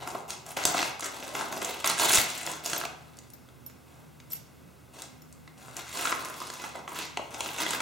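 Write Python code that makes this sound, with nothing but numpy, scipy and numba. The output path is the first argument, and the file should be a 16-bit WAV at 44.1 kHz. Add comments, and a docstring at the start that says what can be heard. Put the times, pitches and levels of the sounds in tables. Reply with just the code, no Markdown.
"""Newspaper crackles, snaps and crumples at once, as hands pull it open round a parcel in a small bare room.
Damped sines make its folds and snaps; shaped noise makes it rub. Beneath lie noise-built air and a house hum.
Jerks of the parcel puff low swings of air on the microphone ports. Later one hand reaches to a side table:
a small piece of steel clinks in fixed modes, and a low swing gives a soft thud.
The bass is widened by the puffs, three narrow bands are notched out and the loudest peaks are rounded."""
import sys
import numpy as np
from scipy import signal
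from scipy.fft import rfft, irfft, next_fast_len
from scipy.io import wavfile
from scipy.ndimage import uniform_filter1d, map_coordinates
from numba import njit

SR = 44100
rng = np.random.default_rng(int(sys.argv[2]) if len(sys.argv) > 2 else 0)


def dump_mix(stems):
    """Bounce the given channels to the path in sys.argv[1] as a 16-bit WAV at rate SR."""
    frames = np.atleast_2d(stems).T  # one column per channel
    limited = np.clip(frames, -1, 1)  # hard clip at full scale
    pcm = np.round(limited * 32767).astype(np.int16)
    wavfile.write(sys.argv[1], SR, pcm)


N = 344421  # length in samples

# grips of the hands, each a burst of crumpling, before the sheet's colour:
# start_s, length_s, crease_level_db, big_folds_against_creases_db, fine_crackle_against_creases_db
HAND_GRIPS = [(0.0, 0.032, -46.5, 6, -12.5), (0.062, 0.024, -49, 10, 2.5), (0.118, 0.068, -53, 14, -4),
              (0.28, 0.027, -45.5, 4, 0.5), (0.456, 0.057, -48.5, 3.5, -0.5),
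              (0.563, 0.053, -35.5, -4, -8.5), (0.65, 0.051, -38.5, 5, -2), (0.736, 0.11, -32, -2, -8),
              (1.021, 0.04, -38.5, -0.5, -5), (1.133, 0.036, -43.5, 2, -7.5), (1.195, 0.13, -47, 4.5, -4.5),
              (1.337, 0.11, -40, 4, -6.5), (1.511, 0.068, -44.5, 8.5, -1.5), (1.606, 0.089, -38.5, 1, -6.5),
              (1.703, 0.12, -45, -2, -7.5), (1.844, 0.059, -29.5, -4, -6.5), (1.972, 0.093, -32, -12, -3.5),
              (2.003, 0.036, -29, 2, -4.5), (2.072, 0.085, -28, -11, -3), (2.126, 0.033, -23.5, -10, 0),
              (2.193, 0.034, -37.5, 1, 1), (2.267, 0.16, -42, -6.5, -4), (2.447, 0.089, -41, 1.5, -5),
              (2.63, 0.12, -41, -0.5, -0.5), (2.747, 0.087, -48, 6, 0), (2.95, 0.28, -63.5, 0, -10),
              (3.85, 0.15, -67, 6, -6), (4.301, 0.028, -56, -3, 5), (4.933, 0.1, -53, 3.5, -3.5),
              (5.569, 0.2, -56.5, 1, -5), (5.756, 0.046, -41.5, -3.5, -8.5), (5.853, 0.14, -45, -10, -7.5),
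              (5.932, 0.17, -36.5, -3, -5), (6.121, 0.18, -46, 3.5, -5), (6.343, 0.22, -47.5, -0.5, -3.5),
              (6.583, 0.059, -45.5, 0, -7), (6.639, 0.013, -43.5, -3, -7), (6.742, 0.017, -46, 9.5, -10),
              (6.877, 0.051, -47.5, 5, -5), (6.943, 0.079, -37.5, -6.5, -8.5),
              (7.158, 0.11, -58.5, 8.5, -6), (7.301, 0.2, -48.5, 6, -5), (7.415, 0.183, -42.5, -3.5, -7),
              (7.578, 0.044, -32.5, -1, -7.5), (7.659, 0.1, -38.5, 0.5, -5.5)]
GRIP_RISE_S, EASE_IN = 0.0052, 0.15  # shortest rise, and the share of a grip's length added to it
LET_GO_S, HELD_DB = 0.037, -81  # 1/e fall after a grip; floor of each fold size with the sheet held still
EFFORT_S = .06  # the hands' effort, not chance, sets the loudness over this span
# base pitch of the pocket that booms as the hands reshape it: time_s, pitch_hz
POCKET_PITCH = [(.8, 810), (1.03, 1230), (1.28, 584), (1.41, 1000), (1.6, 644), (2.0, 1090), (2.04, 790),
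                (2.48, 734), (2.53, 1190), (2.69, 490), (2.75, 990), (2.8, 560), (2.9, 880), (5.7, 775),
                (6.1, 1184), (6.75, 840), (6.9, 1080), (7.17, 970), (7.2, 606), (7.42, 780), (7.63, 1060)]
# share of big folds that sound the pocket, relative spread of their pitch, 1/e life in cycles
POCKET_SHARE, POCKET_SPREAD, POCKET_CYCLES = .4, .12, 3.5
# single loud snaps of a fold, driving levels before the sheet's colour:
# start_s, level_db, centre_hz, hollow_knock_against_level_db
FOLD_SNAPS = [(0.023, -36, 1500, 12), (0.074, -20.5, 2240, -20), (0.1485, -28.5, 2100, 15.5),
              (0.3046, -17.5, 5900, -22), (0.464, -30, 8500, -15), (0.5694, -16.5, 3420, 3),
              (0.638, -15.5, 4280, -8), (0.6523, -2.5, 8100, -4), (0.699, -25, 7170, -20),
              (0.744, -22.5, 1950, 14.5), (0.7902, -11.5, 2570, -19), (0.828, -9.5, 2870, -16),
              (0.9947, -26, 7100, 3), (1.007, -20, 7600, -27), (1.0251, -23, 2320, 2.5),
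              (1.0432, -22, 6100, -32), (1.2262, -23, 2590, -2), (1.278, -25.5, 6500, -2),
              (1.3515, -16, 2370, -1), (1.4104, -16.5, 2520, -4), (1.526, -20.5, 2260, 3),
              (1.6192, -16, 1960, 0), (1.647, -17.5, 6400, -27), (1.8436, -9, 3470, -4.5),
              (1.8745, -6, 7950, -14), (1.898, -11, 6040, -5.5), (1.9966, -9, 3200, -3),
              (2.1055, -11, 2200, -4), (2.1222, -9, 6660, -23), (2.131, -9, 8300, -24),
              (2.154, -18, 6530, -4), (2.1725, -8, 3020, -27), (2.1844, -5.5, 2880, -10.5),
              (2.4645, -16.5, 7500, -7), (2.473, -17.5, 1870, 0), (2.515, -22, 8000, -22),
              (2.66, -12.5, 6200, -28), (2.7324, -11.5, 3900, -38), (2.764, -17.5, 5000, -5),
              (2.813, -18, 2760, -19), (2.837, -24, 1800, 0), (2.8519, -17.5, 3300, -1.5),
              (3.1697, -39, 7530, -10), (3.1877, -30, 6300, -23), (3.3019, -36, 8500, -23),
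              (3.4876, -39, 3000, -26), (3.698, -39, 3080, -32), (4.201, -34, 3800, -14),
              (4.3333, -29.5, 4400, -30), (5.02, -23.5, 6140, -24), (5.3258, -36.5, 8000, -11),
              (5.4764, -33, 2200, -19), (5.6823, -32.5, 1980, 0.5), (5.767, -21, 8000, -15),
              (5.943, -33, 1960, -46), (6.0535, -13.5, 2120, -58), (6.0713, -16, 2610, -14),
              (6.119, -14, 2520, -20), (6.1247, -12.5, 1880, -9), (6.248, -22, 6440, -24),
              (6.341, -26, 3750, -25), (6.402, -26, 6400, 5.5), (6.4165, -25, 1500, 0),
              (6.501, -20, 3470, -20), (6.6397, -20.5, 1900, -3), (6.8773, -21, 1880, -2),
              (7.1719, -14.5, 2920, 3), (7.193, -33, 1530, 18.5), (7.3441, -23, 3440, -28),
              (7.406, -11.5, 3840, -5.5), (7.4599, -18, 2680, -19), (7.4887, -21, 2620, -11),
              (7.605, -19, 4960, -29), (7.664, -12, 2130, -28), (7.7069, -12, 5100, -6),
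              (7.733, -15, 3560, -20), (7.7475, -17.5, 2070, -16), (7.8035, -13.5, 3040, -1)]
SPRAY_S, KNOCK_CYCLES = .0005, 2.4  # time spread of a snap's rings; 1/e life of its knock
# colour of the paper sheet: frequency_hz, gain_db
SHEET_COLOUR = [(45, -30.5), (150, -6.5), (400, -5.5), (800, -3.5), (1500, -2.5), (3000, -2.5),
                (4800, -2.5), (7000, 5), (11000, 0.5), (16000, -3)]
# decay of the room: frequency_hz, t60_s
WALL_DECAY = [(150, 0.49), (600, 0.7), (2000, 0.61), (6000, 0.46), (14000, 0.053)]
# gain on the room's side signal: frequency_hz, side_gain_db
SIDE_WIDTH = [(60, -19), (240, -10), (480, -10), (950, -6.5), (1890, -5.5), (3770, -12.5), (7520, -11),
              (15000, 3)]
RUSTLE_WET_DB, SNAP_WET_DB, STEEL_WET_DB = -3.5, -5, -6  # mid room tail against direct sound
# spectral shape of the air common to both channels: frequency_hz, relative_level_db
AIR_MID_SHAPE = [(15, -60), (25, -45), (50, -25), (62, -7), (95, -11.5), (124, 2), (160, -6.5), (252, -8),
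                 (651, -15), (1830, -19), (2750, -23.5), (4600, -28.5), (16500, -31.5)]
# spectral shape of the air that differs between channels: frequency_hz, relative_level_db
AIR_SIDE_SHAPE = [(15, -59), (25, -50), (252, -9.5), (483, -0.5), (1250, -11), (1830, -14), (2820, -22),
                  (5130, -51), (7710, -21), (14800, -23), (16500, -50)]
# house machinery resonances, before the mid and side trims: pitch_hz, width_hz, level_db
HOUSE_HUM = [(125.5, 5.2, -70.5), (251.9, 4.8, -67)]
# a low tone that comes and goes, level in the mid: start_s, length_s, level_db
LOW_DRONE = [(0.0, .9, -61), (1.25, .4, -64), (2.4, .72, -59), (3.93, .5, -57.5), (5.15, .38, -59),
             (6.65, .55, -64), (7.5, .3, -64)]
DRONE_HZ, DRONE_FADE_S = 155, 0.044
MOTOR_HZ, MOTOR_DB = 77.5, -63.5  # steady motor tone and its central level in the mid
# slow pushes of air on the ports, driving levels before a fixed lift: start_s, level_db, pitch_hz
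AIR_PUFFS = [(.652, -57, 50), (2.183, -44, 110)]
# steel contacts, driving levels: start_s, level_db, modes_below_10_khz_trim_db
STEEL_CONTACTS = [(2.7785, -22.5, -10), (3.3358, -41.5, 2.5), (3.6632, -32, -6), (4.3125, -38.5, 1),
                  (4.3206, -24, -16), (4.3287, -32.5, -20), (4.3326, -25, -24), (5.22, -49, 10.5)]
# modes of the steel piece, before each contact's trim and scatter: pitch_hz, level_db, t60_s
STEEL_MODES = [(5430, -10, 0.027), (6850, -13.5, 0.07), (12030, -3, 0.027), (12360, -21, 0.23),
               (13390, -21, 0.036)]
TICK_DB, TICK_HZ, TICK_S = -18, 6000, .001  # each tick against its contact, centre pitch, 1/e life
# soft contact with the table, driving level before a fixed lift: start_s, level_db, pitch_hz
TABLE_THUDS = [(4.62, -47.5, 158)]
# balance of the channels: frequency_hz, left_against_right_db
STEREO_LEAN = [(60, -6.5), (180, -4.5), (550, -1), (1650, 1.5), (4970, 0.0), (15000, -0.5)]
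# narrow dips: centre_hz, half_width_hz (where the dB depth is 1/e), gain_db
NARROW_NOTCHES = [(1789, 142, -7.5), (2355, 51, -13), (3063, 63, -9.5)]
CEILING, TOP_HZ = .55, 16000  # soft limit of amplitude; upper band edge


def amp(db):
    """Gain of a level in dB."""
    return 10 ** (np.asarray(db) / 20)


def unit(x):
    """x at rms 1."""
    return x / np.sqrt(np.mean(x ** 2) + 1e-20)


def along(points, hz):
    """Reads a curve of (Hz, value) points on a log frequency axis."""
    f, value = np.transpose(points)
    return np.interp(np.log(hz + 1), np.log(f + 1), value)


def wobble(rate):
    """A smooth random curve with rate knots a second."""
    knots = rng.standard_normal(int(N * rate / SR) + 4)
    return map_coordinates(knots, [np.arange(N) * rate / SR])


def filtered(x, response):
    """x shaped by a response of frequency."""
    m = next_fast_len(N + SR // 2)
    spectrum = rfft(x, m) * response(np.fft.rfftfreq(m, 1 / SR))
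    return irfft(spectrum, m)[..., :N]


def shaped_noise(response):
    """Noise of rms 1 coloured by a response of frequency."""
    return unit(filtered(rng.standard_normal(N), response))


@njit
def add(out, rate, s, hz, gain, life):
    """Sums damped sines, each with start s, pitch, gain and 1/e life in seconds."""
    for i in range(len(s)):
        first = int(s[i] * rate) + 1
        pole = 2j * np.pi * hz[i] - 1 / life[i]
        now = gain[i] * np.exp(pole * (first / rate - s[i]))
        step = np.exp(pole / rate)
        for n in range(first, min(first + int(6 * life[i] * rate), len(out))):
            out[n] += now.imag
            now *= step


def grains(s, hz, gain, life):
    """A track of damped sines from arrays that broadcast together."""
    out = np.zeros(N)
    settings = np.broadcast_arrays(s, hz, gain, life)
    add(out, float(SR), *[np.ravel(a).astype(float) for a in settings])
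    return out


def bursts(start, length, rise_s, fall_s):
    """One power envelope per row: rises from its start, holds to the end of its length, then falls."""
    t = np.arange(0, N, 32) / SR - start[:, None]
    rise = np.clip(t / rise_s, 0, 1)
    return rise * np.exp(-2 * np.maximum(t - length[:, None], 0) / fall_s)


def level(shape, db, floor_db):
    """Gain per sample of bursts that add in power over a floor."""
    gain = np.sqrt(amp(db) ** 2 @ shape + amp(floor_db) ** 2)
    return np.interp(np.arange(N), np.arange(0, N, 32), gain)


def pocket(s, hz, life, chance):
    """The hollow of the paper makes some big folds ring longer, near its own pitch."""
    spread = 1 + POCKET_SPREAD * np.cos(2 * np.pi * chance / POCKET_SHARE)
    near = np.interp(s, *np.transpose(POCKET_PITCH)) * spread
    inside = chance < POCKET_SHARE
    return np.where(inside, near, hz), np.where(inside, POCKET_CYCLES / near, life)


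def rustle():
    """Each small buckling of the sheet sounds in folds of three sizes; a few bucklings are much bigger."""
    start, length, crease_db, fold_db, fine_db = np.transpose(HAND_GRIPS)
    shape = bursts(start, length, GRIP_RISE_S + EASE_IN * length[:, None], LET_GO_S)
    draw = rng.random((9000, 2))
    s = draw[:, :1] * N / SR
    moment = (s * SR).astype(int)
    clumps = wobble(55)[moment]
    strength = np.minimum(-np.log(draw[:, 1:]), 2.6)
    # low_hz, high_hz, life_cycles, scatter_db, clumping_db, rubbing_share, level_db
    sizes = [(299.0, 1490, 0.7, 2.75, 2.2, 0.46, crease_db + fold_db),
             (1420, 4600, 1.45, 5.9, 2.47, 0.56, crease_db),
             (4930, 18500, 2.2, 7.5, 3.5, 0.4, crease_db + fine_db)]
    out = np.zeros(N)
    for low_hz, high_hz, cycles, scatter_db, clump_db, rubbing, level_db in sizes:
        own = rng.random((len(s), 2, 4))
        drift = .15 * wobble(14)[moment]  # the colour wanders within the range
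        place = np.clip(own[..., 0] ** np.exp(4 * drift), 0, 1)
        hz = low_hz * (high_hz / low_hz) ** place
        life = cycles / hz
        if low_hz < min(pitch for _, pitch in POCKET_PITCH):  # only the big folds
            hz, life = pocket(s, hz, life, own[..., 3])
        size = amp(scatter_db * strength + clump_db * clumps) * np.cos(2 * np.pi * own[..., 1])
        pops = grains(s + 0.00152 * own[..., 2], hz, size / np.sqrt(life), life)
        power = abs(uniform_filter1d(pops ** 2, round(EFFORT_S * SR)))
        pops = unit(pops / np.sqrt(power + 1e-12))  # evens out chance loudness

        def rub_band(f):
            return 1 / np.sqrt((f + 1) * (1 + (low_hz / (f + 1)) ** 6) * (1 + (f / high_hz) ** 6))

        rub = shaped_noise(rub_band)
        out += level(shape, level_db, HELD_DB) * unit(pops + rubbing * rub)
    return out


def snaps():
    """A fold gives way: a spray of short rings about its centre, then a hollow knock near the pocket pitch."""
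    s, db, centre_hz, knock_db = np.transpose(FOLD_SNAPS)[..., None]
    spray = rng.standard_normal((len(s), 40, 3))
    body = rng.standard_normal((len(s), 4, 3))
    hz = np.clip(centre_hz * np.exp(0.4 * spray[..., 0]), 500, SR / 2.5)
    crack_s = s + SPRAY_S * (2 + np.clip(spray[..., 1], -2, 4))
    crack = grains(crack_s, hz, amp(db - 12.0) * np.sign(spray[..., 2]), 1.36 / hz)
    hz = np.interp(s, *np.transpose(POCKET_PITCH)) * np.exp(0.19 * body[..., 0])
    knock_s = s + 2 * SPRAY_S + 0.001507 * abs(body[..., 1])
    knock_gain = amp(db + knock_db - 11) * np.sign(body[..., 2])
    return crack + grains(knock_s, hz, knock_gain, KNOCK_CYCLES / hz)


def room(x, wet_db):
    """Mid and side: the wall behind answers first, then a noise tail that changes as the hands move."""
    hop, out = SR // 3, np.zeros((2, N + 2 * SR))
    padded = np.pad(x, (hop, 2 * hop))
    fade = signal.windows.hann(2 * hop, sym=False)
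    for start in range(0, N + hop, hop):
        hz, t, z = signal.stft(rng.standard_normal((2, SR // 2)), SR, nperseg=256)
        decay = amp(-60 * t / along(WALL_DECAY, hz)[:, None])
        tail = signal.istft(z * decay, SR, nperseg=256)[1]
        tail = np.pad(tail, ((0, 0), (round(.0028 * SR), 0)))
        tail = tail / np.linalg.norm(tail[0]) * amp([[wet_db], [0]])
        tail[0, 0] = 1  # direct sound
        tail[0, round(.003 * SR)] += .4  # wall behind
        tail[1, :24] = 0.18 * rng.standard_normal(24)  # wide source: direct sound differs between ports
        piece = signal.fftconvolve((padded[start:start + 2 * hop] * fade)[None], tail, axes=1)
        out[:, start:start + piece.shape[1]] += piece
    mid, side = out[:, hop:hop + N]
    return np.array([mid, filtered(side, lambda f: amp(along(SIDE_WIDTH, f)))])


def narrow(hz, width_hz):
    """Noise of rms 1 in one resonance, width taken at half amplitude."""
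    return shaped_noise(lambda f: 1 / (1 + ((f - hz) / width_hz * 2) ** 2))


def tone(hz):
    """A sine of rms 1 whose phase drifts a little."""
    return np.sqrt(2) * np.sin(2 * np.pi * hz * np.arange(N) / SR + .4 * wobble(5))


def room_tone():
    """Mid and side: steady air as shaped noise, machinery as resonant noise and drifting sines."""
    air_mid = amp(-56.0) * shaped_noise(lambda f: amp(along(AIR_MID_SHAPE, f)))
    air_side = amp(-63.0) * shaped_noise(lambda f: amp(along(AIR_SIDE_SHAPE, f)))
    air = np.array([air_mid, air_side])
    hum = np.array([sum(amp(db) * narrow(hz, width_hz) for hz, width_hz, db in HOUSE_HUM) for _ in air])
    start, length, db = np.transpose(LOW_DRONE)
    drone_gain = level(bursts(start, length, DRONE_FADE_S, DRONE_FADE_S), db, -72)
    drone = drone_gain * tone(DRONE_HZ)
    motor = amp(MOTOR_DB + 0.64 * wobble(3.0)) * tone(MOTOR_HZ)
    return air + hum * amp([[-1.5], [4.5]]) + (drone + motor) * np.array([[1], [.8]])


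def pushes(table, cycles):
    """Single low swings: sines damped within a cycle or two, lifted 12 dB."""
    s, db, hz = np.transpose(table)
    return grains(s, hz, amp(db + 12.0), cycles / hz)


def air_puffs():
    """Jerks of the parcel push air on the ports: heavily damped low swings."""
    return pushes(AIR_PUFFS, 0.45)


def steel():
    """Every contact rings the same modes plus a dry tick; the modes below 10 kHz follow the kind of blow."""
    s, db, low_db = np.transpose(STEEL_CONTACTS)[..., None]
    hz, mode_db, t60 = np.transpose(STEEL_MODES)
    scatter_db = rng.normal(0, 2.5, (len(s), len(hz)))
    ring_db = db + mode_db + np.where(hz < 10000, low_db, 0) + scatter_db
    ring = grains(s, hz, amp(ring_db), t60 / np.log(1000))
    tick_hz = np.clip(TICK_HZ * np.exp(0.29 * rng.standard_normal((len(s), 8))), 500, SR / 2.5)
    tick_gain = amp(db + TICK_DB) * rng.choice([-1, 1], tick_hz.shape)
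    return ring + grains(s, tick_hz, tick_gain, TICK_S)


def table_thud():
    """A soft contact with the table: one damped low swing."""
    return pushes(TABLE_THUDS, 1.5)


def scene():
    """Paper, steel and table in the room; air puffs reach the two ports in opposite sense."""
    def sheet(f):
        return amp(along(SHEET_COLOUR, f))

    paper = room(filtered(rustle() + table_thud(), sheet), RUSTLE_WET_DB)
    paper = paper + room(filtered(snaps(), sheet), SNAP_WET_DB)
    clinks = room(filtered(steel(), lambda f: f > 300), STEEL_WET_DB) * amp([[-1], [3]])
    mid, side = paper + room_tone() + clinks
    puffs = air_puffs()
    mid, side = mid + puffs, side - 4.8 * puffs
    left_right = np.array([mid + side, mid - side])
    return filtered(left_right, lambda f: amp(along(STEREO_LEAN, f) * np.array([[.5], [-.5]])))


def record(dry):
    """Three narrow notches, a soft ceiling on the peaks, then the band limit."""
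    def notch_gain(f):
        return amp(sum(db * np.exp(-((f - hz) / width_hz) ** 2) for hz, width_hz, db in NARROW_NOTCHES))

    x = filtered(dry, notch_gain)
    x = x / (1 + abs(x / CEILING) ** 4) ** (1 / 4)
    return filtered(x, lambda f: f < TOP_HZ)


dry = scene()
out = record(dry)
dump_mix(out)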